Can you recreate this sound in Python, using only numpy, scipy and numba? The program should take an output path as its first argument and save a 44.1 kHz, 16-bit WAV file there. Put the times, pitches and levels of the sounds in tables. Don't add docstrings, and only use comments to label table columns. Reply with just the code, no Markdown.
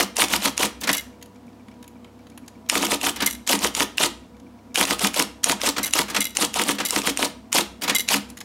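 import sys
import numpy as np
from scipy import signal
from scipy.fft import rfft, irfft
from scipy.io import wavfile
from scipy.ndimage import uniform_filter1d
from numba import njit

SR = 44100
rng = np.random.default_rng(int(sys.argv[2]) if len(sys.argv) > 2 else 0)


def transcribe(u):
    v = np.clip(np.atleast_2d(u).T, -1, 1)
    q = np.round(v * 32767).astype(np.int16)
    wavfile.write(sys.argv[1], SR, q)


def magnitude_from_level(level_db):
    exponent = np.asarray(level_db, float) / 20
    return 10 ** exponent


N = 372204
TIME = np.arange(N) / SR

# (type strike [s], strike peak [dB], select rattle [dB], swing rattle [dB])
PRINTS = [(0.0078, -0.5, -20, -16), (0.221, 0.5, -20.5, -15), (0.3378, -2, -27.5, -18.5),
          (0.458, -3, -27, -17.5), (0.6325, -1.5, -22.5, -17.5), (2.7552, -4, -25.5, -23.5),
          (2.829, -6, -33, -23), (2.9203, -7, -33, -21), (3.069, -6, -24.5, -18), (3.5316, -4, -16, -14.5),
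          (3.6472, -2, -29.5, -18.5), (3.806, -1.5, -24, -23.5), (4.0376, -2, -20, -14.5),
          (4.8124, 1, -20, -17), (4.909, -2.5, -27, -21), (5.0477, -2.5, -22.8, -17),
          (5.1996, -1, -22.5, -16.5), (5.4972, -3, -24, -22), (5.6722, -18, -22, -15.5),
          (5.9916, -1, -19.5, -17), (6.4248, -5.5, -27.5, -18.5), (6.5966, -2, -23, -23),
          (6.6914, -3, -30.5, -22), (6.963, -3.5, -24.5, -23.5), (7.074, -3, -30.5, -21),
          (7.2283, -2.5, -25, -23), (7.585, -2, -16.5, -16), (8.143, -1.5, -17.5, -14)]
# (time from strike [ms], peak over the rattle [dB], pitch [Hz], spread [ms])
PRINT_KNOCKS = [
    (-37, 1, 644, 5),
    (-28.5, 9, 3000, 0.96),
    (-7.5, 0, 5500, 0.63),
    (16.5, 10.5, 4600, .9),
    (22, 6, 7500, 1.4),
]
# (time [s], peak [dB], pitch [Hz])
CLACKS = [(0.027, -11, 6900), (0.1943, -7, 2920), (0.2076, -10, 5400), (0.2147, -10, 4240),
          (0.2383, -5, 5050), (0.3111, -14, 3080), (0.331, -12, 6740), (0.355, -13, 4300),
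          (0.3624, -4, 7500), (0.6072, -10, 3130), (0.6265, -13, 6550), (0.6523, -24, 6100),
          (2.7699, -12, 3700), (2.849, -7, 7400), (2.9206, -17, 3700), (3.04, -11, 3330), (3.063, -7, 5800),
          (3.0851, -14, 3900), (3.4947, -11, 3220), (3.517, -5, 4500), (3.5246, -7, 5200),
          (3.551, -14, 5900), (3.798, -3, 4550), (3.8212, -5, 4440), (4.0003, -12, 4500),
          (4.009, -12, 3040), (4.058, -7, 6260), (4.784, -9, 3320), (4.8049, -13, 4620), (4.8274, -4, 4160),
          (4.88, -13, 2510), (4.9009, -9, 6100), (4.9249, -11, 3600), (5.0694, -2, 6900), (5.193, -9, 5360),
          (5.4674, -15, 3700), (5.4887, -11, 4800), (5.5117, -4, 4020), (5.518, -3, 5200),
          (5.6618, -10, 3700), (5.689, 0, 6530), (5.984, -10, 3800), (6.4477, -5, 7250), (6.5889, -7, 5800),
          (6.6175, -6, 6600), (6.6845, -4, 7150), (6.7096, -15, 7500), (6.947, -17, 5400),
          (6.9788, -17, 5100), (6.9848, -11, 8400), (7.066, -8, 6500), (7.0936, -11, 6560),
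          (7.2469, -16, 5300), (7.5564, -8, 3500), (7.5669, -1, 4370), (7.5773, -6, 5660),
          (7.6016, -16, 3800), (8.1033, -8, 3800), (8.1145, -18, 3010), (8.1647, -14, 6660)]
# (time from strike [ms], pitch [Hz], level [dB], t60 [s])
THUMPS = [
    (-17.5, 205, -36, .07),
    (-7, 205, -33.5, 0.077),
    (-37, 291, -33.5, 0.072),
    (-1, 291, -25.5, 0.15),
    (12.5, 291, -31.5, 0.077),
]
# (pitch [Hz], level [dB], t60 [s])
TYPE_MODES = [(2150, 0, .003), (2950, -5, .004), (5100, -6, .002), (1400, -7, .004)]
# (time [s], peak [dB], treble against peak [dB])
LATCHES = [(0.167, -8, -7.5), (0.283, -11.5, -18), (0.403, -18, -21.5), (0.578, -5.5, -12.5),
           (2.6976, 1.5, -10.5), (2.8673, -6.5, -15), (3.013, -11.5, -14), (3.475, -8, -9),
           (3.59, -15, -10), (3.7496, -7, -10), (3.9812, -1, -21), (4.757, 0.5, -17), (4.8523, -8.5, -11),
           (4.993, -10.5, -11.5), (5.1421, -6.5, -14), (5.4416, 0.5, -8.5), (5.615, -4, -18),
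           (5.9356, -0.5, -11.5), (6.3693, -2.5, -7), (6.541, -11.5, -8), (6.6367, -11.5, -8),
           (6.9066, -3, -7.5), (7.017, -9.5, -18), (7.173, -9, -7), (7.528, -4, -8.5), (8.0874, 0, -16.5)]
# (pitch [Hz], level [dB], t60 [s])
LATCH_MODES = [(2767, 1, 0.0087), (3920, -1, 0.0028), (5250, -4.5, 0.0083), (5810, 2, 0.0074),
               (6900, 8, 0.0053), (8800, 4, 0.009), (10620, -3.5, 0.023), (12600, -14, 0.0044)]
# (time from strike [ms], rise [ms per 10 dB], fall [ms per 10 dB], treble rattle [dB], low rattle [dB])
LOBES = [
    (-50, 12, 3.5, -6.5, -5.5),
    (-36.5, 6.9, 11.4, 1.5, 2),
    (-22.5, 17, 33.6, -3.5, 7.5),
    (-0.5, 10.3, 8.1, 4.5, 1.5),
    (26.5, 24.6, 3.9, 2.5, 9.5),
    (35, 4, 11, -6.5, -3),
]
# (frequency [Hz], density [dB per Hz])
RATTLE = [(590, -17.5), (1000, -4), (1790, -12.5), (2940, 2), (4570, -3), (9380, -3), (13800, -11.5),
          (16000, -37.5)]
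# (pitch [Hz], level [dB], t60 [s])
CASE = [(135.5, -13.5, 0.19), (203.5, 0.5, 0.19), (286.8, 3.5, 0.14), (347.3, -2, 0.081), (482.7, 0, 0.059),
        (608, -8.5, 0.081), (732, -7.5, 0.071), (949, 2.5, 0.04), (1257, -5, 0.079)]
# (time [s], level [dB])
TILT_SPRING = [(0.203, -15.5), (2.904, -26.5), (3.505, -29), (3.555, -33), (3.65, -30.5), (3.791, -25),
               (5.485, -21.5), (6.41, -22), (6.68, -24), (7.066, -23)]
# (time [s], level [dB])
RIBBON_SPRING = [(.2, -29), (.44, -28), (.61, -32), (3.512, -21), (3.63, -30), (5.17, -31), (8.12, -24),
                 (4.79, -27)]
# (time [s], peak [dB], pitch [Hz])
PRESSES = [(.806, -37, 9100), (0.811, -22.5, 8900), (0.834, -17, 5020), (3.1594, -22, 5440),
           (5.599, -30, 2470), (6.082, -25, 3900), (6.099, -20, 7200), (6.35, -24.5, 7310),
           (6.748, -28, 5930), (7.8123, -31, 6950), (7.819, -18.5, 6960), (7.8351, -15, 6640)]
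# (time [s], peak [dB])
CAM_BLOWS = [
    (0.8896, -8.5),
    (3.2209, -11.5),
    (5.7808, -13.5),
    (6.1631, -9.5),
    (6.8013, -14),
    (7.895, -8),
]
# (time [s], level [dB], length [ms])
GRIND = [(.815, -34.5, 153), (3.161, -34.5, 133), (5.767, -35.5, 120), (6.085, -35.5, 132),
         (6.786, -34.5, 72), (7.818, -33, 127)]
# (time [s], peak [dB], low ring against peak [dB], chatter [ms])
TOUCHES = [(.9135, -17, -27, 4), (.929, -6.5, -21, 6), (.942, -18, -16, 3), (.948, -13, -9, 3),
           (.9675, -15, -21, 6), (.979, -15, -8, 6), (.995, -25, -14, 3), (1.008, -27, -16, 3),
           (3.244, -24.5, -27, 3), (3.2605, -5, -19.5, 4), (3.272, -11, -8, 4), (3.285, -25, -12, 3),
           (3.299, -23, -17, 3), (3.308, -16.5, -16, 2), (3.327, -21.5, -16, 1.5), (3.332, -24, -18, 1.5),
           (3.348, -27, -9, 4), (5.83, -11.5, -23, 4), (5.838, -15, -6, 5), (5.845, -11.5, -20, 2),
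           (5.8575, -17, -10, 2), (5.8645, -14, -22, 3), (5.874, -20, -12.5, 6), (5.908, -21, -14, 1.5),
           (6.1845, -22, -22, 2), (6.2045, -7, -25, 3), (6.213, -15.5, -3, 4), (6.223, -15, -13, 5),
           (6.242, -13, -20, 2), (6.2525, -11.5, -10.5, 2), (6.267, -22, -8, 2), (6.294, -31, -19, 2),
           (6.305, -31, -15, 2), (6.85, -12, -18, 3), (6.857, -11.5, -8.5, 7), (6.8685, -17, -12, 3),
           (6.8845, -18, -16, 3), (6.895, -21, -8, 3), (7.9485, -6.5, -14, 5), (7.959, -9, -13, 5),
           (7.9835, -9, -22, 1.5), (7.994, -12.5, -9, 4), (8.004, -15, -14, 1.5), (8.009, -20, -14, 2),
           (8.018, -28, -21, 2)]
# (pitch [Hz], level [dB], t60 [s])
PAWL_MODES = [(2095, 0.5, .04), (2900, -1, .033), (3430, -4.5, .03), (3905, -1, .04), (4640, -7, .025),
              (5770, -9, .012), (6100, -11, .025), (7200, -7, .015), (8300, -8, .015), (10000, -8, .008),
              (11120, -4, .011), (11550, -4, .008), (12800, -7, .009), (14300, -11, .008)]
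# (time [s], level [dB], length [ms], upper partials [dB])
FLIGHTS = [(.931, -35, 26, 15), (.975, -26.5, 32, -1.5), (3.264, -25.5, 27, 0), (5.833, -27, 24, 0),
           (5.868, -32, 16, 3), (6.207, -20.5, 22, -5), (6.253, -29, 18, -2), (6.857, -29, 21, 0),
           (6.885, -31, 21, 2), (7.949, -15, 27.5, -1), (7.992, -20.5, 20.5, -1)]
# (pitch [Hz], level [dB])
FLIGHT_MODES = [(2095, -2.5), (2920, -9), (3430, -12), (3890, -7.5), (4640, -19)]
# (time [s], peak [dB], pitch [Hz])
FINGERS = [(1.2134, -36, 3830), (1.225, -24, 7100), (1.258, -37, 10500), (1.345, -50, 6900),
           (1.359, -44, 6900), (1.49, -48, 2300), (1.529, -42, 1500), (1.74, -47, 2500), (2.19, -47, 5000),
           (1.4665, -45, 6600), (1.683, -34.5, 1740), (1.7139, -39, 2200), (1.827, -31, 5390),
           (1.8414, -35, 3850), (1.878, -32, 11200), (2.0447, -31.5, 1690), (2.268, -32, 1620),
           (2.2986, -38, 9000), (2.318, -48, 4000), (2.376, -29.5, 1780), (2.376, -26.5, 13140),
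           (2.461, -44, 6960), (2.479, -25.5, 6900), (2.6614, -38, 2360), (4.366, -41, 2440),
           (4.398, -37.5, 3530), (4.7438, -15.5, 6500), (8.289, -39, 9000), (8.292, -36, 7900),
           (8.3005, -25, 9000), (8.367, -43, 9100), (8.371, -23.5, 6600), (8.376, -27, 6000),
           (8.386, -30, 8900), (8.404, -21, 7060), (8.411, -18.5, 3580)]
# (pitch [Hz], level [dB], t60 [s])
LEVER_MODES = [(2240, -14.5, .03), (3085, -9, .022), (3800, -7, 0.037), (6600, -5, 0.021),
               (6960, 2, 0.0061), (9760, -3.5, .015), (11200, -2, 0.017), (13100, -6, .01)]
# (pitch [Hz], level [dB rms])
HUM = [(67, -60), (101, -57), (123.8, -69), (242.2, -55), (371.4, -87), (436.0, -77), (484.5, -60),
       (651.4, -67.5), (699.8, -70.5), (753.7, -84), (969.0, -66.5)]
# (frequency [Hz], density [dB per Hz])
WHIRR = [(20, -34), (140, -18), (241, 0.5), (388, -18.5), (949, -21.5), (1660, -32), (5530, -40.5),
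         (16000, -49.5)]
# (pitch [Hz], level [dB], t60 [s])
BELT_MODES = [(2290, 0, .03), (2360, -2, .03), (5550, -9, .015), (1420, -5, .02)]
# (pitch [Hz], level [dB], t60 [s])
TABLE = [(60.94, -48, 1.8), (67.55, -50.5, 1.9)]

CLUTCH_MS = -66.5
RETURN_DB, RETURN_PER_SWING_DB = -25.5, -0.1454
THUMP_DB = -24.5
TURN_S, TURN_START_S = 0.1195, 0.042


@njit
def ring(start, hz, t60, size, out):
    for k in range(len(start)):
        step = np.exp(2j * np.pi * hz[k] / SR - np.log(1000) / (t60[k] * SR))
        z = size[k] + 0j
        first = max(int(start[k] * SR), 0)
        last = min(int((start[k] + t60[k]) * SR), len(out))
        for i in range(first, last):
            out[i] += z.imag
            z *= step
    return out


def grains(start, hz, t60, db, sign):
    parts = np.broadcast_arrays(start, hz, t60, magnitude_from_level(db) * sign)
    start, hz, t60, size = (np.ravel(a) * 1.0 for a in parts)
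    heard = np.abs(size) > 1e-5
    hz = np.clip(hz, 20, 0.45 * SR)
    return ring(start[heard], hz[heard], np.abs(t60[heard]) + 1e-4, size[heard], np.zeros(N))


def struck(s, db, modes, scatter_db, smear_s):
    hz, mode_db, t60 = np.transpose(modes)
    late, detune, force = rng.standard_normal((3, len(s), len(hz)))
    start = s[:, None] + smear_s * np.abs(late)
    return grains(start, hz * (1 + 0.0044 * detune), t60, db + mode_db + scatter_db * force, 0.96)


def chatter(s, db, modes, length_ms, fade_db, smear_s=0.0014, count=6):
    out = struck(s, db, modes, scatter_db=1.5, smear_s=smear_s)
    for late in rng.random((count, len(s))):
        bounce_db = db + fade_db * late[:, None]
        out += struck(s + late * length_ms / 1000, bounce_db, modes, scatter_db=1.5, smear_s=smear_s)
    return out


def knocks(s, db, hz, spread_ms, fade_db=-14, count=48, wide=0.718):
    s, db, hz, spread_ms = (a[:, None] for a in np.broadcast_arrays(s, db, hz, spread_ms))
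    detune, force, sign = rng.standard_normal((3, len(s), count))
    late = rng.random((len(s), count))
    f = hz * np.exp(wide * detune)
    grain_db = db - 10 * np.log10(count / spread_ms) + fade_db * late + 3 * force
    t60 = np.minimum(45 / f, 0.022) + 0.009
    return grains(s + 3e-3 * spread_ms * late, f, t60, grain_db, np.sign(sign))


def on_log(table, hz):
    f, db = np.transpose(table)
    return np.interp(np.log(np.maximum(hz, 1)), np.log(f), db)


def walk(rate):
    k = int(SR / rate)
    held = np.repeat(rng.standard_normal(N // k + 1), k)
    x = uniform_filter1d(uniform_filter1d(held, k), k)[:N]
    return x / x.std()


def effort(t):
    ms = np.arange(CLUTCH_MS, 90, 0.5)
    cam = 1e-12
    for at, rise, fall, *db in LOBES:
        slope = np.where(ms < at, (at - ms) / rise, (ms - at) / fall)
        cam = cam + magnitude_from_level(2 * (np.array(db)[:, None] - 10 * slope))
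    power = np.full((2, len(t)), 1e-12)
    for s, _, select, swing in PRINTS:
        at = (t - s) * 1000
        near = (at > ms[0]) & (at < ms[-1])
        back = RETURN_DB + RETURN_PER_SWING_DB * swing
        stage = np.interp(at[near], [-33, -13, 20], [select, swing, back])
        power[0, near] += magnitude_from_level(2 * stage) * np.interp(at[near], ms, cam[0])
        power[1, near] += magnitude_from_level(stage + THUMP_DB) * np.interp(at[near], ms, cam[1])
    return 10 * np.log10(power)


def type_strikes():
    s, db, *_ = np.transpose(PRINTS)
    out = struck(s, db[:, None] - 8, TYPE_MODES, scatter_db=1, smear_s=0)
    out -= struck(s + 0.00023, db[:, None] - 5, TYPE_MODES, scatter_db=1, smear_s=0)
    out += struck(s + 0.004924, THUMP_DB + 1.5, CASE[3:], scatter_db=2.0, smear_s=0.00193)
    ms, hz, thump_db, t60 = np.transpose(THUMPS)
    push_db = thump_db + 1.3 * rng.standard_normal((len(s), len(hz)))
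    out += grains(s[:, None] + ms / 1000, hz, t60, push_db, 1)
    return out + knocks(s + 0.0049, THUMP_DB + 6.0, 520, 1.1, count=6)


def cycle_knocks():
    s = np.array(PRINTS)[:, 0]
    out = np.zeros(N)
    for ms, over_db, hz, spread_ms in PRINT_KNOCKS:
        at = s + ms / 1000 + 0.0012 * rng.standard_normal(len(s))
        db = effort(at)[0] + over_db + 1.8 * rng.standard_normal(len(s))
        out += knocks(at, db, hz, spread_ms, count=90, wide=0.25 if hz < 1000 else 0.7)
    s, db, hz = np.transpose(CLACKS)
    return out + knocks(s, db - 2.5, hz, 0.7, count=70, wide=0.51)


def latches():
    s, db, treble = np.transpose(LATCHES)
    tilt = np.where(np.array(LATCH_MODES)[:, 0] > 5500, treble[:, None] + 6, 0)
    snap = chatter(s + 0.0004, db[:, None] - 10.0 + tilt, LATCH_MODES, 1.3,
                   fade_db=-2.5, smear_s=0.00014, count=1)
    snap = signal.sosfilt(signal.butter(2, 1300, "high", fs=SR, output="sos"), snap)
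    return snap + knocks(s - 0.0095, -24 + 1.5 * db, 6500, 4.4, fade_db=0, count=80)


def springs():
    s, db = np.transpose(TILT_SPRING)
    out = grains(s, 9490, 0.07, db + 2.0, 0.95)
    s, db = np.transpose(RIBBON_SPRING)
    return out + grains(s, 13410, 0.05, db + 2.0, 0.95)


def rattle(count=80000, case_count=6000):
    t = rng.random(count) * N / SR
    hz = 500 * 32 ** rng.random(count)
    treble, low = effort(t)
    share = np.clip(np.log2(hz / 700) / 1.6, 0, 1)
    db = share * treble + (1 - share) * (low + 1.2)
    db += on_log(RATTLE, hz) + 13 * np.log10(hz / 3000) - 7.4
    db += 3.31 * np.minimum(rng.exponential(size=count), 4.0)
    loose = grains(t, hz, 16 / hz + 0.0022, db, np.sign(rng.standard_normal(count)))

    t = rng.random(case_count) * N / SR
    hz, mode_db, t60 = np.array(CASE)[rng.integers(len(CASE), size=case_count)].T
    detune, size = rng.standard_normal((2, case_count))
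    db = effort(t)[1] + mode_db - 13.5 - 3.85 * (hz < 330)
    return loose + grains(t + 2.478 / hz, hz * (1 + 0.021 * detune), t60, db, size)


def space_linkage():
    s, db = np.transpose(CAM_BLOWS)
    at = np.r_[s, s - 0.0172]
    cam = [at, np.r_[db, db - 4], np.full(len(at), 3407)]
    s, db, hz = np.hstack([np.transpose(PRESSES), cam])
    spread_ms = 5.6
    out = knocks(s, db, hz, spread_ms + 0.3, fade_db=-12, count=300)
    out += struck(s + 0.0062, db[:, None] - 17.0, CASE, scatter_db=1.0, smear_s=0.0088)
    out += knocks(s + 0.0042, db - 13.5, 900, spread_ms, count=30)
    s, db, length_ms = np.transpose(GRIND)
    return out + knocks(s, db, 2300, length_ms / 3, fade_db=4.5, count=1500)


def pawl():
    s, db, low, length_ms = np.transpose(TOUCHES)
    modes = np.array(PAWL_MODES)
    level = db[:, None] + np.where(modes[:, 0] < 5000, low[:, None] + 1, 0)
    out = chatter(s, level - 10.0, modes, length_ms, fade_db=6.5, smear_s=0.00049, count=2)
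    free = modes * [1, 1, 1.9]
    out += struck(s + 0.008, level - 39, free, scatter_db=2.5, smear_s=0.003)
    return out + knocks(s, db - 8.0, 10500, length_ms / 3 + 0.27, fade_db=3, count=200)


def free_ring():
    swell_s, damp_s = 0.0064, 0.0091
    out = np.zeros(N)
    for s, db, flight_ms, upper_db in FLIGHTS:
        at = slice(int(s * SR), int((s + flight_ms / 1000) * SR))
        t = TIME[at] - s
        gate = np.clip(t / swell_s, 0, 1) * np.clip((t[-1] - t) / damp_s, 0, 1)
        for hz, mode_db in FLIGHT_MODES:
            force, detune = rng.standard_normal(2)
            level = magnitude_from_level(db + mode_db + upper_db * (hz > 2500) + 0.8 * force)
            out[at] += level * gate * np.sin(2 * np.pi * hz * (1 + 0.0032 * detune) * t)
    return out


def fingers():
    s, db, hz = np.transpose(FINGERS)
    away_db = -5 * np.abs(np.log2(np.array(LEVER_MODES)[:, 0] / hz[:, None]))
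    tick = knocks(s, db - 5.5, hz ** 0.7 * 11, 2.0, count=120)
    return tick + chatter(s, db[:, None] - 13 + away_db, LEVER_MODES, 3.0, fade_db=-8, count=2)


def load():
    recover_s = 0.11
    pulls = np.zeros(N)
    s = np.r_[np.array(PRINTS)[:, 0], np.array(CAM_BLOWS)[:, 0]]
    pulls[(s * SR).astype(int)] = 1
    keep = np.exp(-1 / (recover_s * SR))
    return np.tanh(uniform_filter1d(signal.lfilter([1], [1, -keep], pulls), SR // 12))


def hum(turn):
    pull = load()
    run_s = np.cumsum(1 - 0.11 * pull) / SR
    out = np.zeros(N)
    for hz, db in HUM:
        deep = hz < 150
        throb = 1 + 0.29 * np.cos(turn + 0.6 * walk(3.2)) * (hz > 150)
        duck_db = -pull * (2.2 if 90 < hz < 110 else 1)
        waver_db = (0.7 if deep else 3.5) * walk(9)
        phase = 2 * np.pi * hz * (run_s if deep else TIME) + 0.38 * walk(4.2)
        out += np.sqrt(2) * magnitude_from_level(db + duck_db + waver_db) * throb * np.sin(phase)
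    return out


def whirr(turn):
    hz = np.fft.rfftfreq(N, 1 / SR)
    spectrum = rfft(rng.standard_normal(N)) * magnitude_from_level(on_log(WHIRR, hz))
    spectrum *= magnitude_from_level(-45.5) / irfft(spectrum, N).std()
    drone = irfft(spectrum * (hz < 330), N)
    hiss = irfft(spectrum, N) - drone
    return drone * magnitude_from_level(-1.0 + 1.7 * walk(22) + 1.2 * np.cos(turn)) + hiss * magnitude_from_level(0.4 * walk(25))


def motor():
    turn = 2 * np.pi * (TIME - TURN_START_S) / TURN_S
    s = np.arange(TURN_START_S, N / SR, TURN_S)
    return hum(turn) + whirr(turn) + struck(s, -51, BELT_MODES, scatter_db=1.5, smear_s=0.009)


def table():
    hz, db, t60 = np.transpose(TABLE)
    strikes, blows = np.array(PRINTS)[:, :1], np.array(CAM_BLOWS)[:, :1]
    return grains(strikes - 0.0036, hz, t60, db, 0.83) - grains(blows, hz, t60, db - 4.5, 1)


def room(x):
    t60_s, treble_t60_s, tail_db = 0.38, 0.2, -12.5
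    t = TIME[:SR // 2]
    noise = rng.standard_normal(len(t))
    dull = signal.sosfilt(signal.butter(1, 4000, fs=SR, output="sos"), noise)
    tail = dull * magnitude_from_level(-60 * t / t60_s) + (noise - dull) * magnitude_from_level(-60 * t / treble_t60_s)
    tail *= t > 0.004
    tail /= np.sqrt(np.sum(tail ** 2))
    return x + magnitude_from_level(tail_db) * signal.fftconvolve(x, tail)[:N]


def scene():
    printing = type_strikes() + cycle_knocks() + latches() + springs() + rattle()
    spacing = space_linkage() + pawl()
    machine = printing + spacing + fingers()
    machine = signal.sosfilt(signal.butter(4, 165, "high", fs=SR, output="sos"), machine)
    return (room(machine) + free_ring() + motor() + table())[None]


def band_limit(x):
    return signal.sosfilt(signal.butter(12, 17000, fs=SR, output="sos"), x)


def record(dry):
    full = np.clip(dry, -0.97, 0.97)
    mix = signal.sosfilt(signal.ellip(10, 0.5, 80, 15800, fs=SR, output="sos"), full)
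    return band_limit(mix)


dry = scene()
out = record(dry)
transcribe(out)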